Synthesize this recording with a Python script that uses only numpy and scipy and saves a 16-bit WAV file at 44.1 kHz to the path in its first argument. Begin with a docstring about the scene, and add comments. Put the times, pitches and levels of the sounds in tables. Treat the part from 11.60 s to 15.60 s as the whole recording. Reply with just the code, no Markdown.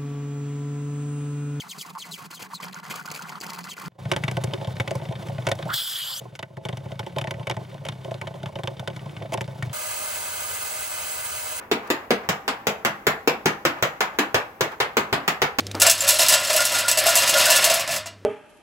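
"""In the faint hiss of a small wooden room, a sleeve swishes as an arm swings.
A bare fist lands on a wall-mounted pad: skin slaps, the cover snaps, the pad thuds, the wall is pushed.
The wall rings briefly and the room echoes. More punches follow, five or six a second, with swishes
in between. Two microphones, close together, hear the pad from the right."""
import sys
import numpy as np
from scipy import signal
from scipy.fft import rfft, irfft
from scipy.io import wavfile

SR = 44100
rng = np.random.default_rng(int(sys.argv[2]) if len(sys.argv) > 2 else 0)


def unload_audio(sound):
    """Save the sound as a 16-bit wav file, at the path given as the first command line argument."""
    columns = np.transpose(np.atleast_2d(sound))
    # keep every value between -1 and 1, then stretch to whole-number steps
    steps = np.round(np.clip(columns, -1, 1) * 32767)
    wavfile.write(sys.argv[1], SR, steps.astype(np.int16))


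N = 176400  # 4 seconds
RIGHT_LEAD_S, MIC_GAP_S = 0.00014, 0.00036  # right microphone's head start; travel time between the two


def amp(db):
    """Turns decibels into a gain."""
    return 10 ** (np.asarray(db) / 20)


def unit(x):
    """Scales a sound to energy 1."""
    return x / np.sqrt(np.sum(x ** 2) + 1e-20)


def look_up(table, hz, column=1):
    """Reads a table at any pitch, sliding between its rows."""
    columns = np.transpose(table)
    return np.interp(np.log(hz + 1), np.log(columns[0] + 1), columns[column])


def colour(x, tone, size=4096):
    """Makes each pitch louder or softer, as a tone table says."""
    log_gain = np.log(amp(look_up(tone, abs(np.fft.fftfreq(size, 1 / SR)))))
    taps = np.fft.ifft(np.exp(np.conj(signal.hilbert(log_gain)))).real
    return signal.fftconvolve(x, taps[:size // 2])[:len(x)]


def diffuse(n):
    """Left and right spectra of noise from all sides: alike only in the bass."""
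    hz = np.fft.rfftfreq(n, 1 / SR)
    right, other = rfft(rng.standard_normal((2, n)))
    alike = np.sinc(2 * hz * MIC_GAP_S)
    left = (alike * right + np.sqrt(1 - alike ** 2) * other) * np.exp(-2j * np.pi * hz * RIGHT_LEAD_S)
    return hz, np.array([left, right])


def noise(tone):
    """Steady stereo noise with the given tone."""
    hz, spectra = diffuse(N)
    hiss = irfft(spectra * amp(look_up(tone, hz)), N)
    return hiss / hiss.std()


# Tone of the quiet room (pitch [Hz], relative level [dB])
AIR_TONE = [(20, -24), (60, -3), (150, -4.5), (400, -2.5), (1000, -4.5), (2200, -13), (4000, -32),
            (7000, -33), (9000, -36.5), (13000, -25), (16000, -27)]

def still_air():
    """A faint, dull hiss lies under everything."""
    return amp(-47) * noise(AIR_TONE)


# Arm swings (middle time [s], half-length [s], relative level [dB])
SWISHES = [(0.006, 0.091, -37.5), (0.263, .09, -36), (.425, .065, -38.5), (0.646, 0.052, -36),
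           (0.84, .065, -52), (1.015, 0.082, -44), (1.207, 0.085, -47.5), (1.375, 0.16, -44),
           (1.585, 0.035, -45), (1.805, 0.064, -50), (1.984, 0.041, -57), (2.186, 0.046, -33.5),
           (2.37, 0.026, -41), (2.549, 0.046, -37), (2.705, 0.036, -48), (3.13, 0.031, -32),
           (3.32, 0.1, -62), (3.478, 0.062, -41), (3.648, 0.13, -37.5), (3.792, .045, -50),
           (3.92, .055, -54.5)]
# Cloth pulling tight (time [s], level [dB])
FLICKS = [(0.276, -43), (1.776, -55), (2.336, -54), (2.501, -54), (3.121, -46), (3.466, -66)]
# Tones of a swish and a flick (pitch [Hz], relative level [dB])
SWISH_TONE = [(60, -32), (300, -0.5), (600, -0.5), (950, 5), (1600, 0.5), (2400, -6), (4000, -21.5),
              (7000, -27), (9000, -40), (16000, -30)]
FLICK_TONE = [(500, -9), (2500, 2), (7000, -3), (9000, -7), (16000, -4)]

def sleeves():
    """Cloth swishes as each arm swings, and now and then flicks tight."""
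    t = np.arange(N) / SR
    swish = sum(amp(db) * np.exp(-2 * ((t - s) / half) ** 2) for s, half, db in SWISHES)
    flick = sum(amp(db) * np.exp(-abs(t - s) / 0.004) for s, db in FLICKS)
    return amp(-3) * swish * noise(SWISH_TONE) + flick * noise(FLICK_TONE)


def patter(age):
    """A tiny burst of noise as two surfaces meet; age is counted in contact times."""
    spectrum = np.fft.fft(rng.standard_normal(len(age)) * age * np.exp(-age))
    uneven_tone = np.exp(np.conj(signal.hilbert(np.log(abs(spectrum) + 1e-9))))
    even = np.fft.ifft(spectrum / uneven_tone).real  # equally strong at all pitches
    return even * np.exp(-(age / 8) ** 2)


# Tones of the skin and the cover (pitch [Hz], relative level [dB])
SLAP_TONE = [(60, -19.5), (250, 0), (600, 0.5), (1000, 0.5), (1600, -1.5), (2300, -3), (3300, -6.5),
             (5000, -13), (16000, -33)]
SNAP_TONE = [(500, 0), (2000, 10), (3500, -6.5), (5500, 1.5), (7200, 5), (8500, -9.5), (10000, -8.5),
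             (12500, 1.5), (16000, 2.5)]

def slap_and_snap(t, contact_ms):
    """Skin slaps the cover, which gives a shorter, brighter snap."""
    age = t / (contact_ms / 1000)
    return colour(patter(age), SLAP_TONE), colour(patter(age / 0.8), SNAP_TONE)


def pad_thud(t, hz, whole_pad_hz=236, fade_s=0.028, rise_s=0.00045):
    """The pad gives way with a quick wobble and a slower swing of the whole pad."""
    swing = np.sin(2 * np.pi * hz * t) - 0.54 * np.sin(2 * np.pi * whole_pad_hz * t)
    thud = swing * amp(-60 * t / fade_s) * (1 - np.exp(-t / rise_s))  # a fade time is a drop of 60 dB
    return signal.sosfilt(signal.butter(2, 90, "highpass", fs=SR, output="sos"), thud)


def wall_push(t, hz=123, fade_s=0.02):
    """The wall gives way with a low swing that dies at once."""
    swing = np.sin(2 * np.pi * hz * t) * amp(-60 * t / fade_s) * (1 - np.exp(-t * hz))
    return np.gradient(swing)


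# Fists landing; each level is relative to its own column
# (time [s], slap [dB], push [dB], thud [dB], thud pitch [Hz], snap [dB], contact time [ms])
PUNCHES = [(0.113, -7.5, -28.5, -17.5, 445, -31, 1.5), (0.301, -8.5, -38.5, -20.5, 340, -28.5, 1.28),
           (0.505, -7, -39, -17, 470, -30, 1.47), (0.688, -7.5, -30.5, -26.5, 455, -28, 1.55),
           (0.878, -8, -42.5, -23, 456, -33.5, 1.28), (1.068, -7.5, -33, -19.5, 463, -26.5, 1.64),
           (1.248, -6.5, -30.5, -25.5, 372, -27.5, 1.5), (1.467, -5.5, -27.5, -15.5, 431, -24, 1.32),
           (1.674, -4.5, -35, -17.5, 477, -26, 1.3), (1.856, -6, -26.5, -17.5, 347, -26.5, 1.72),
           (2.05, -5.5, -28.5, -17, 301, -27, 1.9), (2.224, -6, -30, -24.5, 476, -25.5, 1.34),
           (2.405, -6.5, -38, -30, 290, -29, 1.73), (2.586, -6, -40, -19, 295, -26.5, 1.3),
           (2.743, -4.5, -30.5, -23.5, 480, -28.5, 1.4), (3.007, -7.5, -27.5, -23, 423, -27, 1.9),
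           (3.2, -6, -32, -25.5, 492, -32.5, 3.03), (3.368, -6.5, -26, -19, 447, -26.5, 1.34),
           (3.526, -6.5, -31.5, -18.5, 267, -33, 1.75), (3.677, -6, -36, -24, 329, -25.5, 1.47),
           (3.817, -5, -29.5, -21, 472, -29.5, 1.48), (3.985, -5, -29, -25, 310, -27.5, 1.05)]

def punches():
    """Gives each punch's time and sound: skin, cover, pad and wall together."""
    t = np.arange(SR // 10) / SR
    for start, slap_db, push_db, thud_db, thud_hz, snap_db, contact_ms in PUNCHES:
        slap, snap = slap_and_snap(t, contact_ms)
        contact = amp(slap_db + 14) * unit(slap) + amp(snap_db + 28) * unit(snap)
        thud = amp(thud_db + 24.5) * unit(pad_thud(t, thud_hz))
        push = amp(push_db + 26.5) * unit(wall_push(t))
        yield start, contact + thud + push


# Notes of the wall and room (pitch [Hz], relative level [dB], fade time [s])
RINGS = [(153.8, 6.5, 0.22), (203.8, 7.5, 0.35), (289, -6.5, 0.14), (360.7, 5, 0.069), (433, -36, 0.66),
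         (523, -24.5, .21), (674, 2.5, 0.22), (800, 9.5, 1), (1150, -13, 0.78), (1240, 7, 0.42),
         (1440, -16, 0.69), (1620, -41, 0.41), (2130, -1, 0.41), (2700, 11, 0.28)]

def wall_ring(t):
    """Once struck, the wall and the room ring at their own pitches."""
    mic_time = t - np.array([[RIGHT_LEAD_S], [0]])
    return sum(amp(db - 60 * t / fade_s) * 2 * np.log(1000) / (fade_s * SR)
               * np.sin(2 * np.pi * (hz * mic_time + rng.random())) for hz, db, fade_s in RINGS)


# Bounces off nearby surfaces (usual delay [s], gain, head start on the right [s])
ECHOES = [(.0028, 0.14, .00011), (.0051, 0.35, -.00018), (.0079, 0.28, .00014), (0.0112, 0.17, -.00011)]

def near_echoes(t, spread=0.1266):
    """The direct sound, then its first bounces, which the moving body shifts from punch to punch."""
    hz = np.fft.rfftfreq(len(t), 1 / SR)
    paths = [(0.00077, 0.87, RIGHT_LEAD_S)]  # straight from the pad
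    paths += [(s * (1 + spread * rng.uniform(-1.008, 1)), gain, lead) for s, gain, lead in ECHOES]
    spectra = sum(gain * np.exp(-2j * np.pi * hz * np.array([[s + lead], [s]]))
                  for s, gain, lead in paths)
    return irfft(spectra) * (t < t[-1] / 2)


# The room's dying sound (pitch [Hz], level against the direct sound [dB], fade time [s])
ROOM_TAIL = [(50, -3, 0.082), (160, 2.5, 0.17), (386, -1, 0.24), (746, 4, 0.34), (1550, 5.5, .29),
             (3100, 4, 0.2), (6200, 4, 0.13), (10500, 3.5, 0.14), (16000, -4.5, 0.16)]

def room_tail(t, late_db=-21, late_fade_s=0.72, rise_s=0.0024):
    """Many echoes blur into a short wash of sound and a faint, longer one."""
    _, spectra = diffuse(len(t))
    hz, age, bands = signal.stft(irfft(spectra), SR, nperseg=256)
    fade_s = look_up(ROOM_TAIL, hz, column=2)[:, None]
    short = amp(-60 * age / fade_s) / np.sqrt(fade_s)
    late = amp(late_db - 60 * age / late_fade_s) / np.sqrt(late_fade_s)
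    bands *= (short + late) * amp(look_up(ROOM_TAIL, hz))[:, None]
    tail = signal.istft(bands, SR, nperseg=256)[1][:, :len(t)]
    rise = 1 - np.exp(-(t / rise_s) ** 2)
    return tail * rise * np.sqrt(2 * np.log(1000) / SR)


def scene():
    """Sleeves and still air, then each punch with its ringing and echoes."""
    mix = sleeves() + still_air()
    t = np.arange(16384) / SR
    ringing = wall_ring(t)
    for start, punch in punches():
        room = ringing + room_tail(t) + near_echoes(t)
        sound = signal.fftconvolve(punch[None], room, axes=1)
        slot = mix[:, round(start * SR):][:, :sound.shape[1]]
        slot += sound[:, :slot.shape[1]]
    return mix * amp([[0.38], [-0.38]])  # the left is a touch louder


def record(dry, drive=0.32, top_hz=16000):
    """Rounds off the loudest peaks, then cuts the highest treble."""
    rounded = np.tanh(drive * dry) / drive
    treble_cut = signal.firwin(511, top_hz, window=("kaiser", 9), fs=SR)
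    return signal.oaconvolve(rounded, treble_cut[None], "same")


dry = scene()
out = record(dry)
unload_audio(out)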